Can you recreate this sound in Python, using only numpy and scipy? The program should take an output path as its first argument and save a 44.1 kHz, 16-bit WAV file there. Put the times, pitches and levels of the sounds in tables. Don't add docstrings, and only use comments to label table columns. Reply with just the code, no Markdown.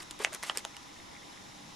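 import sys
import numpy as np
from scipy import signal
from scipy.fft import rfft, irfft, next_fast_len
from scipy.io import wavfile
from scipy.ndimage import uniform_filter1d, map_coordinates

SR = 44100
rng = np.random.default_rng(int(sys.argv[2]) if len(sys.argv) > 2 else 0)


def unload_wav(signal):
    wavfile.write(
        sys.argv[1],
        SR,
        np.round(np.clip(np.atleast_2d(signal).T, -1, 1) * 32767).astype(np.int16),
    )


def ratio_of_db(decibels):
    return 10 ** (np.asarray(decibels, float) / 20)


N = 77175


def unit(x):
    return x / np.sqrt(np.mean(x ** 2) + 1e-20)


def along(points, hz):
    f, value = np.transpose(points)
    return np.interp(np.log(hz + 1), np.log(f + 1), value)


def wobble(rate, size=N):
    knots = rng.standard_normal(int(N * rate / SR) + 4)
    return map_coordinates(knots, [np.arange(size) * rate / SR], order=3)


def filtered(x, response):
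    m = next_fast_len(x.shape[-1] + 4096)
    spectrum = rfft(x, m) * response(np.fft.rfftfreq(m, 1 / SR))
    return irfft(spectrum, m)[..., :x.shape[-1]]


def add(out, s, piece):
    part = out[..., max(round(s * SR), 0):][..., :piece.shape[-1]]
    part += piece[..., :part.shape[-1]]


def rings(rows, rise_s, waver):
    out, u = np.zeros(N), np.arange(SR // 12) / SR
    cycles = np.arange(300)
    for s, db, hz, t60 in rows:
        walk = np.cumsum(rng.standard_normal(300)) * (cycles > 0)
        drift = waver * np.interp(u * hz, cycles, walk)
        envelope = ratio_of_db(db - 60 * u / t60) * (1 - np.exp(-u / rise_s))
        add(out, s, envelope * np.sin(2 * np.pi * hz * u + drift))
    return out


def corner_pops():
    flicks = [(.2255, -34, 2150, 0.0051), (.2170, -34, 1930, .012), (.2310, -36, 2600, .015),
              (.24762, -10.5, 6450, 0.0017), (.24784, 2.5, 2250, 0.0017), (.24788, -19, 840, 0.008),
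              (.2489, -20, 2380, 0.01), (.3469, -33, 3300, 0.007), (.4291, -28, 2100, .008),
              (.4347, -26, 1900, .008), (.4966, -21, 2930, 0.01), (.4973, -16.5, 3220, 0.0063),
              (.4973, -19.5, 1224, 0.01), (.5039, -31, 2620, 0.0053), (.5571, -43, 1620, 0.01),
              (.5733, -31, 2780, 0.008), (.5733, -23, 5190, 0.0086), (.6041, -43.5, 2120, 0.021),
              (.6501, -29.5, 3550, 0.008), (.6503, -22.5, 954, 0.0079), (.6545, -30, 700, 0.0085),
              (.7674, -36, 2950, 0.018), (.7691, -40, 970, 0.017), (.4985, -22, 1880, 0.0083),
              (.6508, -31, 590, 0.018), (.6503, -33, 2650, 0.007), (.3310, -40, 1120, 0.02),
              (.0030, -37.5, 4750, 0.016), (.0060, -40.5, 2050, 0.026), (.0250, -40.5, 3740, 0.017),
              (.2480, -16, 3540, 0.0011), (.4981, -28, 626, 0.017)]
    low_hz = 456
    ringing = rings(flicks, rise_s=0.0001, waver=0.1)
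    return filtered(ringing, lambda f: (1j * f / (low_hz + 1j * f)) ** 2)


def paper(tilt_db, above_hz):
    # (frequency [Hz], level [dB])
    card = [(300, 1.5), (700, 1.5), (2000, 0.5), (5000, -7.5), (8500, -10), (11000, -15), (13500, -18),
            (15500, -52)]
    spread = 0.22

    def shape(hz):
        tilt = tilt_db * np.log2((hz + 1) / 4000)
        return ratio_of_db(along(card, hz) + tilt) * hz / np.hypot(hz, above_hz)

    mid, side = filtered(rng.standard_normal((2, SR // 10)), shape)
    return unit(np.array([mid + spread * side, mid - spread * side]))


def cracks():
    # (time [s], rms level [dB], t60 [s], tilt [dB per octave])
    bursts = [(0.03, -46, 0.016, 2), (0.1098, -31.5, .008, 1.5), (.1120, -39, 0.019, -0.5),
              (.1910, -36.5, 0.012, 3), (0.2473, -33, 0.02, -4), (0.3306, -36, 0.011, 6),
              (0.338, -35, 0.014, 7), (0.3464, -30, 0.0043, 5), (0.349, -26, 0.0061, 3),
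              (0.429, -37, 0.0085, 12), (.4346, -30, 0.0062, 8), (0.441, -36, 0.0055, -5),
              (0.498, -29.5, 0.018, -5), (0.5732, -20.5, 0.0069, 6.5), (0.5829, -30, 0.0097, 2),
              (0.6499, -29.5, 0.014, -1.5), (0.7666, -33.5, 0.0094, 2.5), (0.8291, -35, 0.0026, -4),
              (1.3266, -39, 0.003, -3)]
    rise_s = 0.000098
    out, u = np.zeros((2, N)), np.arange(SR // 10) / SR
    for s, db, t60, tilt_db in bursts:
        envelope = ratio_of_db(db - 60 * u / t60) * (1 - np.exp(-u / rise_s))
        add(out, s, envelope * paper(tilt_db, above_hz=3400))
    return out


def edge_rings():
    # (time [s], peak level [dB], pitch [Hz], t60 [s])
    edges = [(.1095, -37, 9250, .006), (.1096, -34, 7130, .007), (.1098, -39, 3120, 0.0073),
             (.1126, -41, 8500, .008), (.3302, -35.5, 6900, .008), (.3303, -36, 8600, .008),
             (.3469, -23, 6400, .003), (.3469, -24, 9200, .003), (.3468, -33, 1600, .006),
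             (.3491, -34, 3500, .006), (.4291, -31, 5600, .006), (.4293, -31, 6500, .006),
             (.4297, -40, 9400, .005), (.4346, -24.5, 9400, 0.0043), (.4351, -27.5, 1020, 0.0079),
             (.4398, -30, 2100, 0.011), (.4398, -34, 5800, .006), (.4972, -30, 5300, 0.0058),
             (.4974, -40, 7450, .005), (.5732, -18, 8500, 0.0056), (.5733, -29, 7040, .005),
             (.5733, -29, 9870, .005), (.5738, -30.5, 2410, 0.018), (.5829, -33, 5500, 0.0046),
             (.5836, -34, 8250, .014), (.5829, -36, 7000, .005), (.6500, -29.5, 6600, .008),
             (.6503, -33, 9650, .007), (.6501, -38, 8000, .006), (.6455, -37, 3120, .006),
             (.7665, -38, 7300, 0.0076), (.2490, -28, 5750, 0.0068)]
    return rings(edges, rise_s=0.0001, waver=0.1)


def pats():
    # (time [s], peak level [dB], pitch [Hz], t60 [s])
    touches = [(.1100, -35, 294, .035), (.2012, -27, 430, .06), (.1990, -35, 1100, .015),
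               (.2062, -33, 850, .018), (.2205, -39, 980, .02), (.3240, -38, 640, .06),
               (.3110, -38, 330, .03), (.3370, -36, 620, .03), (.3455, -36, 400, .03),
               (.5730, -32, 460, .025), (.5750, -39, 310, .03), (.3300, -44, 2000, .02)]
    return rings(touches, rise_s=0.00075, waver=0.2)


def slides():
    # (time [s], length [s], rms level [dB], tilt [dB per octave])
    strokes = [(0, 0.01, -48, 2), (0.018, 0.011, -46.5, 3.5), (0.196, 0.033, -41, -1.5),
               (0.214, 0.013, -44.5, 4), (0.235, 0.013, -39, 3.5), (0.255, 0.023, -43.5, -3),
               (0.321, 0.041, -45.5, -0.5), (0.425, 0.028, -42, 0.5), (0.459, 0.034, -43.5, 2),
               (0.505, 0.011, -42.5, -2), (0.548, 0.028, -45.5, -0.5), (0.571, 0.024, -45, 2)]
    fade_s = 0.0066
    out, u = np.zeros((2, N)), np.arange(SR // 10) / SR
    for s, length, db, tilt_db in strokes:
        onset = np.clip(u / fade_s + 0.42, 0, 1)
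        release = np.exp(-np.clip(u - length, 0, None) / fade_s)
        add(out, s, ratio_of_db(db) * onset * release * unit(paper(tilt_db, above_hz=250)))
    return out


def room(x):
    # (frequency [Hz], t60 [s])
    decay = [(300, 0.31), (2000, 0.12), (10000, 0.081)]
    wall_s, wall_db, late_db = 0.0064, -18.5, -15.5
    hz, t, z = signal.stft(rng.standard_normal((2, SR // 3)), SR, nperseg=256)
    dying = z * ratio_of_db(-60 * t / along(decay, hz)[:, None])
    tail = signal.istft(dying, SR, nperseg=256)[1]
    tail = tail / np.linalg.norm(tail[0])
    delayed = np.pad(x, (round(wall_s * SR), 0))
    late = signal.fftconvolve(delayed[None], tail, axes=1)[:, :N]
    wall = filtered(x, lambda f: -np.exp(-2j * np.pi * f * wall_s) / (1 + 1j * f / 4000))
    return ratio_of_db(late_db) * late + ratio_of_db(wall_db) * wall


def whir_noise():
    patch_db = 1
    z = signal.stft(rng.standard_normal((2, N)), nperseg=512)[2]
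    field = uniform_filter1d(rng.standard_normal(z.shape[1:]), size=5, axis=0)
    field = uniform_filter1d(field, size=8, axis=1)
    return unit(signal.istft(z * ratio_of_db(patch_db * unit(field)), nperseg=512)[1][:, :N])


def gear_teeth(meshes):
    worn_db = [5, -3, 2, -6, 0, -2]
    scatter_s, spread_db, level_db = 0.00008, 1.5, -4
    above_hz, dull_hz = 3000, 8500
    at = np.flatnonzero(np.diff(np.floor(meshes)))
    late, force = rng.standard_normal((2, N))[:, :len(at)]
    at = np.clip(at + np.round(scatter_s * SR * late).astype(int), 0, N - 1)
    force_db = spread_db * force + np.resize(worn_db, len(at))
    teeth = unit(np.bincount(at, ratio_of_db(force_db), N))

    def mechanism(hz):
        highpass = (hz / np.hypot(hz, above_hz)) ** 4
        dispersion = np.exp(1j * (hz / 1500) ** 2)
        notch = 1 - np.exp(-((hz - dull_hz) / 1300) ** 2)
        return ratio_of_db(level_db) * highpass * dispersion * notch

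    return filtered(teeth, mechanism)


def drive():
    # (frequency [Hz], level [dB])
    whir = [(20, -12), (90, -9.5), (190, -6.5), (450, -13), (1000, -8.5), (1600, -15), (6000, -18.5),
            (8500, -26), (14500, -41.5)]
    # (frequency [Hz], width [Hz], lift [dB])
    casing = [(308, 42, 6), (997, 42, 3.5), (1950, 190, 4), (3690, 206, 5), (5220, 360, 5),
              (6840, 310, 3.5), (10670, 530, 9), (4750, 370, -3.5)]
    # (frequency [Hz], left-right likeness [-1 to 1])
    alike = [(60, 0.64), (240, 0.21), (940, -0.24), (3690, 0.65), (14600, 0.023)]
    gear_hz, gear_drift_hz, gear_depth = 299, 9, 0.27
    meshes = np.cumsum(gear_hz + gear_drift_hz * wobble(22)) / SR
    pair = whir_noise() * (1 + gear_depth * np.sin(2 * np.pi * meshes))
    teeth = gear_teeth(meshes)

    def radiation(hz):
        lift = sum(db / (1 + ((hz - c) / w) ** 2) for c, w, db in casing)
        angle = np.arccos(np.clip(along(alike, hz), -1, 1)) / 2
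        return ratio_of_db(along(whir, hz) + lift) * [np.cos(angle), np.sin(angle)]

    mid, side = filtered(pair + [teeth, 0 * teeth], radiation)
    return ratio_of_db(-50) * unit(np.array([mid + side, mid - side]))


def hum():
    # (frequency [Hz], rms level [dB])
    tones = [(288, -71), (816, -65.5), (188, -73)]
    swell_db, wander, waver = 1.5, 0.5, 0.45
    t, out = np.arange(N) / SR, np.zeros(N)
    for hz, db in tones:
        swell = swell_db * (2 * t - 3 + wander * wobble(7.0))
        phase = 2 * np.pi * hz * t + waver * wobble(25.06)
        out += ratio_of_db(db + 3 + swell) * np.sin(phase)
    return out


def drive_ticks():
    # (time [s], peak level [dB])
    knocks = [(0.7452, -44.5), (0.8919, -48), (1.0001, -44.5), (1.0854, -49), (1.1508, -43.5),
              (1.1650, -44), (1.2190, -48), (1.232, -45), (1.3628, -60), (1.3735, -45), (1.5209, -49.5)]
    pitch_hz, t60_s, lift_db = 2100, 0.021, 3
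    rows = [(s, db + lift_db, pitch_hz, t60_s) for s, db in knocks]
    return rings(rows, rise_s=0.0007, waver=0.4)


def rumble(s, half, db, hz):
    band = lambda f: np.exp(-np.log((f + 1) / hz) ** 2 / 0.15)
    low = unit(filtered(rng.standard_normal(N), band))
    return ratio_of_db(db) * low * np.exp(-((np.arange(N) / SR - s) / half) ** 2)


def background_rumbles():
    # (time [s], half length [s], rms level [dB], frequency [Hz])
    sleeve = (.06, .12, -62, 40)
    far_rumble = (1.66, .15, -59, 175)
    return rumble(*sleeve) + rumble(*far_rumble)


def pan(db):
    return ratio_of_db(np.array([[db / 2], [-db / 2]]))


def scene():
    low_hz, high_hz = 318, 11400
    strikes = edge_rings() + pats() + cracks() + slides()
    cards = corner_pops() * pan(-2.5) + strikes * pan(-0.1)

    def card_radiation(f):
        return (1j * f / (low_hz + 1j * f)) ** 2 / np.sqrt(1 + (f / high_hz) ** 12)

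    cards = filtered(cards, card_radiation)
    camera = drive() + hum() + drive_ticks()
    return cards + room(cards.mean(0)) + camera + background_rumbles()


def top_cut(x):
    return signal.sosfilt(signal.butter(12, 15180, fs=SR, output="sos"), x)


def record(dry):
    return top_cut(dry)


dry = scene()
out = record(dry)
unload_wav(out)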